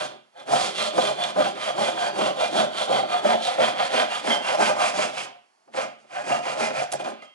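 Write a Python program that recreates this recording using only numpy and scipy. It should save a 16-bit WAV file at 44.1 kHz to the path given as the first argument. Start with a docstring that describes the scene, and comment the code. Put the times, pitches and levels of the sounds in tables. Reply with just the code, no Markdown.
"""A handsaw works to and fro through a small clamped wooden bar, heard close, widened to left and right.
Each tooth knocks wood and bench and shakes the steel blade; the clamp rocks; torn fibres hiss.
The strokes pause after five seconds, the loose blade catches faintly, and sawing resumes.
Near seven seconds the offcut cracks, the blade scrapes out and rings once.
All are resonances driven by uneven forces or filtered noise; a small workshop echoes, its air is faint."""
import sys
import numpy as np
from scipy import signal
from scipy.fft import rfft, irfft, next_fast_len
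from scipy.io import wavfile
from scipy.ndimage import uniform_filter1d

SR = 44100
rng = np.random.default_rng(int(sys.argv[2]) if len(sys.argv) > 2 else 0)


def transcribe(signal):
    """Save signal, clipped to [-1, 1], as a 16-bit WAV file at the path in sys.argv[1]."""
    frames = np.atleast_2d(signal).T
    limited = np.clip(frames, -1, 1)
    pcm = np.round(limited * 32767).astype(np.int16)
    wavfile.write(sys.argv[1], SR, pcm)


def invert_db(level):
    """Linear amplitude ratio for a level in decibels (20 dB per decade), elementwise."""
    return 10 ** (np.asarray(level, dtype=float) / 20)


N = 323694
TIME_S = np.arange(N) / SR

# workshop air, relative spectrum: f/Hz, density/dB
AIR = [(24, -57), (40, -9), (442, 4), (509, 2.5), (559, -4), (629, 12), (3950, -9), (4340, -3.5),
       (11100, -17), (14500, -55), (22000, -120)]
AIR_DB = -70  # ahead of the widening
# workshop echo: f/Hz, t60/s
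SHOP = [(150, 0.37), (700, 0.38), (3000, 0.49), (10000, 0.046)]

# single contacts of blade and wood, relative levels: t/s, crack/dB, bar knock/dB, blade tap/dB
CONTACTS = [(0.4917, -59, -30.5, -45), (.527, -60, -25, -44), (0.9795, -61, -17.5, -46),
            (1.3614, -59.5, -25, -46), (1.398, -60, -21, -46), (2.212, -61.5, -23, -46),
            (3.2475, -50, -26, -38), (3.5834, -58.5, -25.5, -36), (4.2423, -52.5, -32, -38),
            (4.6, -60, -24, -46), (4.692, -62, -24.5, -47), (5.678, -73, -53.5, -79),
            (5.746, -60.5, -32, -48), (6.2714, -52, -33, -44), (6.3, -60, -30, -48),
            (6.462, -58.5, -28, -46), (6.817, -55, -31, -44), (6.918, -25, -62, -27),
            (6.923, -17.5, -34, -28), (6.934, -21.5, -36, -38), (6.9395, -34, -29.5, -42),
            (6.996, -40, -33.5, -31), (7.002, -52, -34, -40), (7.0075, -40.5, -53, -26),
            (7.0476, -45, -31, -28), (7.0596, -48, -33, -29), (7.074, -47, -30, -31),
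            (7.0864, -43, -31.5, -33), (7.1, -51.5, -41, -37), (7.118, -55, -37, -44),
            (7.2225, -57, -44.5, -44.5)]
FREED_S = 7.2  # from here the blade is out of the cut
THUD_DB = -9.5  # bench under bar in a single contact

# bar resonances: f/Hz, width/Hz, slanted level/dB, upright level/dB
WOOD = [(487.7, 51, -4.5, -14.5), (543.4, 35, 2, 2), (585, 41.2, 4.5, 0), (615.6, 41, 3.5, 0.5),
        (713, 34, 1.5, 1.5), (779, 78, 1, -0.5), (830, 51.5, 1, 0.5), (1016, 82, -6, -10),
        (1220, 26.3, -2, -2.5), (1349, 41, -8, -11), (1565, 127, -9, -4), (1515, 1270, -19.5, -12.5)]
# bench-top resonances: f/Hz, width/Hz, slanted level/dB, upright level/dB
BENCH = [(183.7, 24, -2, -11.5), (223.6, 8.8, -1, -1.5), (253, 37, -7.5, -2), (351, 42, 1.5, -7.5),
         (411, 23.2, 2.5, -5)]
# blade modes: f/Hz, width in the cut/Hz, held level/dB, free t60/s, free level/dB
BLADE = [(1250, 69, -14, 0.28, 3.5), (2075, 45, 1, 0.067, 12.5), (2360, 150, -14.5, 0.2, -10),
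         (2447, 81, 3, 0.07, -12), (2450, 790, -7, 0.017, -9), (2780, 41, 0, 0.77, -7.5),
         (2958, 53, -5, 0.1, -14), (3112, 44, -2, 0.099, -11), (3183, 73, -0.5, 3, -4),
         (3292, 46, -5.5, .08, -14), (3380, 43, -1, 0.067, -14.5), (3454, 38, -1.5, .08, -14.5),
         (3543, 65, -5, 0.086, -15.5), (3329, 987, -6, 0.022, -14), (3936, 160, -10, .2, -17.5),
         (4100, 33, -6.5, 0.15, -15), (4545, 230, -9.5, .08, -14)]
# thin upper modes that colour the hiss: f/Hz, width/Hz, level/dB
EDGE = [(4930, 270, -6.5), (5570, 78, 4), (5970, 58, -7), (6710, 66, 4), (7050, 25, -1.5), (8000, 96, -4),
        (8380, 81, -8), (9250, 120, -4)]
# tearing fibres, relative spectra: f/Hz, shallow density/dB, deep density/dB
FIBRES = [(1210, -2, 0), (2500, -4, -5.5), (3500, 1, -6), (4610, -4.5, -4.5), (6460, -7, -4.5),
          (8500, -9.5, -8.5), (11200, -13, -15.5)]
CLAMP_HZ, CLAMP_WIDTH_HZ = 143, 9.8
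# clamp rocking on push and pull, relative to the wood force: t/s, level/dB
ROCK = [(0, -16.5), (1.5, -14.5), (2.5, -20.5), (4.5, -26.5), (5.2, -18), (6, -19), (6.6, -19.5),
        (7.34, -9)]

# cutting strokes, teeth digging in: t/s, length/s, pressure/dB, hiss/dB, bite point/share of stroke
CUTS = [(0.476, 0.26, -28.5, -35.5, 0.18), (0.929, 0.22, -28, -39, 0.21), (1.341, 0.19, -25.5, -43, 0.25),
        (1.742, 0.21, -27.5, -40, 0.26), (2.125, 0.21, -25, -42, 0.36), (2.506, 0.17, -25, -40, 0.52),
        (2.871, 0.17, -24.5, -43, 0.17), (3.218, 0.16, -21, -41.5, 0.15), (3.57, 0.17, -22, -40, 0.21),
        (3.898, 0.17, -24, -38, 0.25), (4.227, 0.17, -23, -38, 0.34), (4.571, 0.17, -21, -36.5, 0.17),
        (4.922, 0.18, -23.5, -38.5, 0.29), (5.739, 0.13, -31.5, -44.5, 0.086),
        (6.239, 0.17, -25, -42.5, 0.34), (6.554, 0.16, -24.5, -40, 0.36)]
# return strokes, teeth sliding back: t/s, length/s, pressure/dB, hiss/dB, bite point/share of stroke
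RETURNS = [(-0.11, 0.19, -32, -43.5, 0.58), (0.349, 0.096, -42.5, -64.5, 0.4),
           (0.731, 0.17, -29, -39, 0.35), (1.154, 0.17, -30, -44.5, 0.17), (1.551, 0.18, -30, -43.5, 0.56),
           (1.942, 0.16, -28, -42, 0.42), (2.347, 0.15, -28, -46.5, 0.4), (2.705, 0.17, -30.5, -43.5, 0.56),
           (3.064, 0.15, -28, -48, 0.47), (3.395, 0.17, -31, -45, 0.41), (3.743, 0.15, -28.5, -45, 0.26),
           (4.065, 0.15, -30, -44, 0.31), (4.407, 0.165, -27, -41.5, 0.46), (4.756, 0.16, -25, -37, 0.42),
           (5.122, 0.14, -34, -44, 0.33), (6.095, 0.14, -35.5, -52, 0.36), (6.415, 0.14, -31, -45.5, 0.3),
           (6.715, 0.14, -32, -44, 0.3)]
# loose blade catching and scraping: t/s, length/s, pressure/dB, hiss/dB, bite point/share of stroke
SCRAPES = [(5.674, 0.059, -52, -87, 0.1), (5.987, 0.071, -57, -72, 0.31), (6.918, 0.049, -40, -47, 0.31),
           (6.994, 0.038, -35, -52, 0.12), (7.041, 0.075, -33, -50, 0.069), (7.221, 0.042, -48, -64, 0.16)]
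# course of a stroke per part, relative to full strength: start level/dB, lag of full strength/share,
# letting go/share, level there/dB, end level/dB
CUT_COURSE = dict(pressure=(-13.5, -0.16, 1.5, -5, -19), jolt=(-14, 0.14, 0.21, -8.5, -13.5),
              speed=(-15, 0.18, 0.7135, -0.36, -15), shake=(-15, 0.31, 0.6, 0, -14.5))
RETURN_COURSE = dict(pressure=(-20, -2, 2.1, -1.5, -7), jolt=(-5.5, -0.5, 1.46, -6, -3.5),
                 speed=(-13, 0.26, 0.9, -0.04, -14), shake=(-13.5, 0.3, 0.76, -3.5, -12.5))
SCRAPE_COURSE = dict(pressure=(-24, -7, 0.5, -3, -14), jolt=(-2, -0.5, 1.3, -3, -8),
                 speed=(-6, -0.15, 0.92, -4, -14), shake=(-4, -3, 3.5, -11.5, -15))
# part level over its source: cut/dB, return/dB, scrape/dB
OVER_DB = dict(pressure=(1.36, 0, -1), jolt=(-14.5, -27, -15), speed=(0.8, 0.25, 1.5), shake=(2.5, 5, -4.5))
# source of each part: 0 pressure to 1 hiss/share
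HISS_SHARE = dict(pressure=0, jolt=0, speed=1, shake=.5)
# how far the bite point times each part/share
BITE_SETS = dict(pressure=0.98, jolt=0.79, speed=.3, shake=0.32)
ONSET_DB_PER_S = 800.5  # before the start
# fall of each part after the end: slope/(dB/s)
FADE_DB_PER_S = dict(pressure=162.5, jolt=147, speed=210, shake=187)
FROM_REST_DB, CREEP_S = -24, .028  # a return after a pause creeps in early, from far down
LIFT_DB = 16  # once a stroke has let go this far, the teeth leave the wood
TOP_TEETH_PER_S, SLOWEST_TEETH_PER_S = 225, 120  # ahead of jitter

# turn of the saw from slanted to upright: t/s, turn/share
UPRIGHT = [(0, 0.32), (1, 0.22), (2, 0.3), (3, 0.15), (4, 1), (4.8, 0.57), (5.3, 0.78), (6, 0.65),
           (7.34, 0.68)]
# depth of the blade in the wood: t/s, depth/share
DEPTH = [(0, 0.15), (.6, 0.15), (1.1, 0), (1.8, 0.21), (3, .1), (3.6, 0.09), (4, 0.1), (4.4, 0.33),
         (4.7, 0.73), (5.2, 0.88), (5.8, 0.88), (6.4, 1), (6.9, 0.87), (7.34, 0.5)]
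# slow change of the bench thump, relative: t/s, level/dB
THUMP = [(0, 3.5), (.6, 3.5), (1, 4.5), (1.4, 3), (2.2, 3), (2.8, 2.5), (3.5, 0.5), (4.3, 1.5), (4.8, -0.5),
         (5.8, 1), (6.6, -0.5), (7.34, -5)]
# teeth pressing into the bar, in groups of strokes: t/s, pressure/dB, favoured bar pitch f/Hz
PRESS = [
    [(0.0, -35.5, 650), (0.048, -33.5, 646), (0.078, -47, 660), (0.144, -48, 674), (0.234, -76, 650),
     (0.32, -68, 650), (0.358, -50, 677), (0.402, -46.5, 610), (0.44, -55, 638), (0.484, -34, 640),
     (0.526, -22.5, 684), (0.586, -31.5, 674), (0.612, -30, 665), (0.724, -45, 653), (0.746, -37.5, 624),
     (0.768, -40, 652), (0.816, -29, 650), (0.832, -39, 663), (0.862, -32.5, 637), (0.928, -41, 650),
     (0.988, -23, 642.2), (1.022, -32.5, 642), (1.086, -31.5, 658), (1.1, -30, 630), (1.152, -41.5, 630),
     (1.19, -31.5, 683.5), (1.234, -35.5, 716), (1.264, -34, 702), (1.34, -45, 640)],
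    [(1.34, -46, 656.2), (1.366, -27.5, 626.3), (1.404, -22, 608), (1.436, -35, 670), (1.466, -30, 755),
     (1.546, -45, 620), (1.57, -34.5, 638), (1.642, -41, 665), (1.67, -29, 627), (1.704, -29, 627),
     (1.716, -41, 624), (1.762, -34.5, 690), (1.812, -24.5, 597), (1.85, -32, 621), (1.882, -26.5, 676),
     (1.946, -40, 690), (2.024, -31, 691), (2.096, -34.5, 684), (2.124, -42, 642), (2.166, -30, 650),
     (2.216, -25, 658.8), (2.23, -29, 634), (2.28, -26.5, 595.2), (2.326, -42, 637), (2.376, -34, 605.8),
     (2.408, -25, 622.3), (2.512, -38.5, 616), (2.542, -28.5, 671.4), (2.6, -24.5, 680), (2.63, -22, 637),
     (2.666, -37, 639), (2.72, -42, 657.3)],
    [(2.72, -39, 687.5), (2.76, -39, 716), (2.816, -27.5, 670), (2.836, -39, 671.4), (2.866, -36.5, 656.7),
     (2.908, -21, 675.5), (2.938, -27.5, 723.4), (2.974, -23, 711.4), (3.004, -29.5, 628),
     (3.062, -40, 651.6), (3.148, -28.5, 730), (3.182, -36, 686), (3.192, -32.5, 691), (3.22, -38, 639),
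     (3.246, -25, 615), (3.294, -27.5, 726), (3.31, -22, 726), (3.34, -24, 658.7), (3.378, -38, 656.4),
     (3.438, -36, 728), (3.472, -29.5, 746), (3.508, -32.5, 751), (3.568, -40, 645), (3.584, -24.5, 660),
     (3.636, -24.5, 622), (3.652, -30, 669), (3.686, -28, 660), (3.73, -34, 669.5), (3.814, -28, 718.2),
     (3.904, -38, 629), (3.922, -25.5, 614.8), (3.968, -28, 619), (4.006, -26.5, 685.7),
     (4.07, -36.5, 654.7)],
    [(4.07, -34.5, 708), (4.154, -33, 696), (4.21, -45, 682.2), (4.256, -29, 633), (4.274, -35.5, 673.5),
     (4.294, -25, 709.3), (4.334, -25.5, 710), (4.398, -39, 678.4), (4.422, -37, 664.2),
     (4.452, -38, 736.3), (4.486, -28, 740), (4.526, -28, 637), (4.55, -24.5, 647.3), (4.568, -35, 642),
     (4.584, -26, 670), (4.624, -22.5, 682.6), (4.662, -35, 659.5), (4.692, -21, 632.2), (4.75, -35, 665),
     (4.764, -29.5, 706), (4.832, -27, 730), (4.922, -40, 657.5), (4.942, -27.5, 685.7),
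     (4.964, -33, 655.4), (4.986, -27, 617.5), (5.07, -35, 679.6), (5.104, -41, 688), (5.148, -40.5, 656),
     (5.212, -39, 720.6), (5.378, -57.5, 705.3), (5.398, -76, 678), (5.6, -75.5, 704.5)],
    [(5.6, -73, 746.6), (5.666, -75.5, 715), (5.686, -56, 676), (5.72, -72, 612.6), (5.74, -35, 627.7),
     (5.75, -31, 630), (5.818, -34, 636.3), (5.962, -60, 631.7), (5.986, -76, 638), (6.03, -58, 594.6),
     (6.078, -73, 624.4), (6.098, -53, 709.3), (6.146, -36, 690), (6.21, -36.5, 675), (6.244, -44.5, 674.4),
     (6.306, -24.5, 697), (6.432, -41, 692.6), (6.462, -32.5, 689.3), (6.516, -30, 641),
     (6.554, -39, 654.7), (6.574, -31.5, 680), (6.674, -28.5, 618), (6.694, -37, 618.3),
     (6.728, -39, 686.7), (6.772, -29.5, 649), (6.816, -31, 677.8), (6.898, -50, 714.8),
     (6.942, -27.5, 700), (6.98, -50, 690), (7.01, -38, 750), (7.034, -41, 700), (7.058, -35.5, 717.3),
     (7.208, -60, 624.6), (7.238, -49, 630), (7.3, -76, 695), (7.34, -76, 693)],
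]
# favoured upper blade pitch as the free length changes: t/s, f/Hz, boost/dB
SING = [(0.0, 3370, 6), (0.16, 3340, 6), (0.2, 3270, 3), (0.72, 3250, 7.5), (0.78, 3380, 6),
        (1.14, 3250, 4.5), (1.2, 3434, 5.5), (1.28, 3259, 5.5), (3.09, 3270, 5), (3.17, 3421, 3.5),
        (3.27, 3217, 5), (3.55, 3433, 5.5), (3.59, 3209, 6), (3.73, 3202, 5), (3.77, 3359, 5.5),
        (4.05, 3181, 7.5), (4.13, 3330, 5.5), (4.39, 3120, 9), (4.45, 3260, 6.5), (4.55, 3100, 6),
        (5.69, 3290, 4), (5.92, 3053, 3), (6.08, 3397, 6), (6.15, 3132, 1), (7.16, 3280, 6), (7.2, 3170, 4)]
# favoured blade pitch over that of its depth, by cut, return, scrape: early ratio/1, late ratio/1
BLADE_GLIDE = [(0.97, 0.938), (1.02, 1.028), (1.1, 1.01)]
# shallow, deep: low blade modes, high blade modes, favoured blade pitch
LOW_DB, HIGH_DB, BLADE_HZ = (-4, 0.5), (-1, -11), (3323, 2360)
SPLIT_HZ = 2950  # low from high blade modes
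# upper bar modes follow the shaking more than the pressure
UPPER_HZ, UPPER_FOLLOWS, UPPER_DB = 930, 0.66, 3.5

# widening, phase of left ahead of right: f/Hz, lead/rad
LEAD = [(60, .6), (125, .95), (200, 1.15), (340, 1.55), (600, 1.76), (1100, 1.82), (2800, 1.5), (5000, 1.2),
        (10900, .7)]
# widening, left over right: f/Hz, level/dB
SIDES = [(60, 53), (140, -0.5), (340, -1), (800, -1.5), (1900, -3), (4500, -6), (10700, -7.5)]
# spread sound, opposite in left and right: f/Hz, level/dB
APART = [(40, 0), (120, -18), (600, -24), (1500, -21), (3000, -17), (6000, -10), (10000, -4)]


def unit(x):
    """Scaled to rms 1."""
    return x / np.sqrt(np.mean(x ** 2) + 1e-20)


def along(points, hz):
    """(f/Hz, value) points read on a log frequency axis."""
    f, v = np.transpose(points)
    return np.interp(np.log(hz + 1), np.log(f + 1), v)


def filtered(x, response):
    """x times a complex response of frequency."""
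    m = next_fast_len(N + SR // 2)
    return irfft(rfft(x, m) * response(np.fft.rfftfreq(m, 1 / SR)), m)[..., :N]


def controls(rows):
    """One value per sample for each column after the time."""
    s, *columns = np.transpose(rows)
    return [np.interp(TIME_S, s, c) for c in columns]


def wobble(knots_per_s):
    """A random curve, straight between normal knots."""
    knots = rng.standard_normal(int(N * knots_per_s / SR) + 2)
    return np.interp(np.arange(N) * knots_per_s / SR, np.arange(len(knots)), knots)


def blend(ends, share):
    """From the first of two values to the second."""
    first, second = ends
    return first + share * (second - first)


def mode(force, hz, width_hz):
    """One resonance driven by a force, gain 1 at its peak."""
    r = np.exp(-np.pi * width_hz / SR)
    return signal.lfilter([1 - r, 0, r - 1], [1, -2 * r * np.cos(2 * np.pi * hz / SR), r * r], force)


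def body(force, modes, wander_db=0):
    """Sum of resonances; the point of contact slides, so each one waxes and wanes by itself."""
    total = 0
    for k, (hz, width_hz, db) in enumerate(modes):
        total = total + (-1) ** k * mode(force * invert_db(db + wander_db * wobble(9)), hz, width_hz)
    return total


def favour(hz, centre_hz, boost_db, spread):
    """Extra dB for a mode close to the favoured pitch."""
    return boost_db * np.exp(-(np.log(hz / centre_hz) / spread) ** 2)


def soft(force, seconds):
    """Wood gives way, so a blow lasts a moment."""
    size = max(int(seconds * SR), 1)
    return size ** .5 * uniform_filter1d(uniform_filter1d(force, size), size)


def air():
    """Quiet workshop air: shaped noise, independent in the two channels."""
    noise = rng.standard_normal((2, N))
    return invert_db(AIR_DB) * unit(filtered(noise, lambda f: invert_db(along(AIR, f))))


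def shop(x):
    """Each frequency of the room's answer dies at its own speed."""
    hz, t, z = signal.stft(rng.standard_normal(SR // 2), SR, nperseg=256)
    decay = invert_db(-60 * t / along(SHOP, hz)[:, None])
    tail = signal.istft(z * decay, SR, nperseg=256)[1]
    late = np.pad(x, (400, 0))  # samples
    return signal.fftconvolve(late, tail / np.linalg.norm(tail))[:N]


def contacts():
    """A crack of a few ms, a knock in bar and bench, a tap on the blade, damped by the cut until free."""
    cracks, knocks, taps = np.zeros(N + SR), np.zeros(N), np.zeros(N)
    t = np.arange(SR // 10) / SR
    burst = invert_db(-60 * t / .022) * (1 - np.exp(-t / .0006))
    for s, crack_db, knock_db, tap_db in CONTACTS:
        i = round(s * SR)
        cracks[i:][:len(t)] += invert_db(crack_db - 2.5) * burst * rng.standard_normal(len(t))
        knocks[i] = invert_db(knock_db + 35)
        taps[i] = invert_db(tap_db + 20)
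    cracks = filtered(cracks[:N], lambda f: 1j * f / (2500 + 1j * f))

    bar = [(hz, w, upright_db) for hz, w, _, upright_db in WOOD]
    bench_top = [(hz, w, slanted_db + THUD_DB) for hz, w, slanted_db, _ in BENCH]
    knocks = body(soft(knocks, .00037), bar + bench_top)

    taps = soft(taps, .0001)
    free = TIME_S > FREED_S
    held = body(taps * ~free, [m[:3] for m in BLADE])
    ring = 0
    for hz, _, _, t60_s, db in BLADE:
        width_hz = np.log(1000) / (np.pi * t60_s)
        ring = ring + invert_db(db + 36) * t60_s * mode(taps * free, hz, width_hz)
    return cracks + knocks + held + ring


def effort(part, scaled=True):
    """One part of the hand's effort in dB: every stroke rises, holds and lets go; the strongest counts."""
    t, level_db = np.arange(0, N + 64, 64) / SR, -200
    ends_s = np.array([s + length for s, length, *_ in CUTS + RETURNS])
    courses = (CUT_COURSE, RETURN_COURSE, SCRAPE_COURSE)
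    for rows, course, over_db in zip((CUTS, RETURNS, SCRAPES), courses, OVER_DB[part]):
        turn_db, lag, go, go_db, last_db = course[part]
        for s, length, pressure_db, hiss_db, bite in rows:
            first_db, start = turn_db, s
            full = np.clip(BITE_SETS[part] * bite + lag, .02, .9)
            if rows is RETURNS and np.abs(ends_s - s).min() > .04:  # from rest
                first_db, start, full = FROM_REST_DB, s - CREEP_S, max(full, bite)
            end = s + length
            times = [start - 1, start, s + full * length, s + max(go, full) * length, end, end + 1]
            dbs = [first_db - ONSET_DB_PER_S, first_db, 0, go_db, last_db, last_db - FADE_DB_PER_S[part]]
            top_db = blend((pressure_db, hiss_db), HISS_SHARE[part]) + over_db
            level_db = np.maximum(level_db, scaled * top_db + np.interp(t, times, dbs))
    return np.interp(TIME_S, t, level_db)


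def glide(pairs, waver_db):
    """A favoured pitch slides along each stroke and wavers."""
    points = []
    for rows, pair in zip((CUTS, RETURNS, SCRAPES), pairs):
        for s, length, *_ in rows:
            points += [(s + share * length, ratio) for share, ratio in zip((.25, .75), pair)]
    return controls(sorted(points))[0] * invert_db(waver_db * wobble(18))


def teeth(teeth_per_s, jitter_db, scatter_db, rough):
    """One uneven bite per passing tooth, mixed with rubbing noise that swells once a tooth."""
    turns = np.cumsum(teeth_per_s * invert_db(jitter_db * wobble(120))) / SR
    bites = np.diff(np.floor(turns), prepend=0) * invert_db(scatter_db * rng.standard_normal(N))
    rub = (1 - turns % 1) ** 0.55 * rng.standard_normal(N)
    return np.sqrt(1 - rough) * unit(bites) + np.sqrt(rough) * unit(rub)


def turned(modes):
    """Mode levels follow the saw's turn from slanted to upright."""
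    [up] = controls(UPRIGHT)
    return [(hz, w, blend((slanted, upright), up)) for hz, w, slanted, upright in modes]


def clamp(wood_db):
    """Noise under the wood force rocks the clamp at one low resonance."""
    [rock_db] = controls(ROCK)
    return mode(rng.standard_normal(N) * invert_db(wood_db + 31.5 + rock_db), CLAMP_HZ, CLAMP_WIDTH_HZ)


def bench(bite, grip):
    """Softened bites jolt the bench top."""
    [thump_db] = controls(THUMP)
    force = soft(bite, .0004) * invert_db(effort("jolt") + thump_db + 12 + 1.1 * grip)
    return body(force, turned(BENCH), wander_db=1.6)


def tearing(chatter, deep):
    """Fibres hiss as noise plus tooth chatter, their spectrum set by depth; thin upper modes colour it."""
    source = invert_db(0.85 * wobble(300)) * rng.standard_normal(N) + 0.32 * chatter
    spectra = [[(m[0], m[k]) for m in FIBRES] for k in (1, 2)]
    shallow, buried = filtered(source, lambda f: invert_db([along(points, f) for points in spectra]))
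    hiss = unit(blend((shallow, buried), deep)) * invert_db(effort("speed") + 1 + 0.61 * wobble(30))
    return hiss + body(hiss, EDGE, wander_db=3)


def blade(chatter, grip, deep, shake_db):
    """Tooth chatter rings the held steel; depth and contact set the modes that stand out."""
    blade_hz = blend(BLADE_HZ, deep) * glide(BLADE_GLIDE, waver_db=0.57)
    sing_hz, sing_db = controls(SING)
    steel = []
    for hz, w, db, *_ in BLADE:
        depth_db = blend(LOW_DB if hz < SPLIT_HZ else HIGH_DB, deep)
        contact_db = favour(hz, blade_hz, 3, spread=.03) + favour(hz, sing_hz, sing_db, spread=.02)
        steel.append((hz, w, shake_db + depth_db + db + contact_db))
    return body(chatter * invert_db(12 + 1.1 * grip), steel, wander_db=2.8)


def wood(bite, grip, wood_db, bar_hz, shake_db):
    """Each bite knocks the bar; the shaped force drives it, so it rings on."""
    upper_db = UPPER_FOLLOWS * (shake_db - wood_db) + UPPER_DB
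    bar = []
    for hz, w, db in turned(WOOD):
        follow_db = upper_db if hz > UPPER_HZ else 0
        bar.append((hz, w, db - 4.5 + follow_db + favour(hz, bar_hz, 6, spread=.093)))
    return body(bite * invert_db(wood_db + 15.5 + grip), bar, wander_db=2)


def saw():
    """The teeth drive bar, bench, clamp and blade; the tooth rate rises and falls within each stroke."""
    wood_db, bar_hz = controls(np.vstack(PRESS))
    wood_db = wood_db + np.minimum(effort("pressure", scaled=False) + LIFT_DB, 0)
    shake_db = effort("shake")
    [deep] = controls(DEPTH)
    teeth_per_s = TOP_TEETH_PER_S * invert_db(.3 * effort("speed", scaled=False))
    teeth_per_s = np.maximum(teeth_per_s, SLOWEST_TEETH_PER_S)
    bite = soft(teeth(teeth_per_s, jitter_db=1, scatter_db=3.5, rough=.33), .00012)
    chatter = teeth(teeth_per_s, jitter_db=2, scatter_db=4, rough=.55)
    grip = wobble(45)  # the cut binds and frees the blade
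    low = clamp(wood_db) + bench(bite, grip)
    high = tearing(chatter, deep) + blade(chatter, grip, deep, shake_db)
    return low + high + wood(bite, grip, wood_db, bar_hz, shake_db)


def scene():
    """Channel 0: the mono sound; channel 1: the sound to spread to the sides, mostly echo."""
    work = saw() + contacts()
    mono = work + invert_db(-14) * shop(work)
    spread = shop(work) + 0.13 * work
    return np.array([mono, spread]) + air()


def roll_off(x):
    """The treble ends steeply here."""
    return signal.sosfilt(signal.butter(12, 11270, fs=SR, output="sos"), x)


def record(dry):
    """A mono sound widened to left and right by phase and level; bass cut, nothing above 11150 Hz."""
    sign = np.array([[1], [-1]])  # left, right

    def response(f):
        bass_cut = invert_db(-48.5) + (1j * f / (122 + 1j * f)) ** 3
        level = invert_db(3.5 + along(SIDES, np.maximum(f, 140)) / 2 * sign)  # level steady below 140 Hz
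        phase = np.exp(.5j * along(LEAD, f) * sign)
        return bass_cut * level * phase * (f < 11150)

    apart = filtered(dry[1], lambda f: invert_db(along(APART, f)))
    pair = filtered(dry[0] + apart * sign, response)
    return roll_off(pair)


dry = scene()
out = record(dry)
transcribe(out)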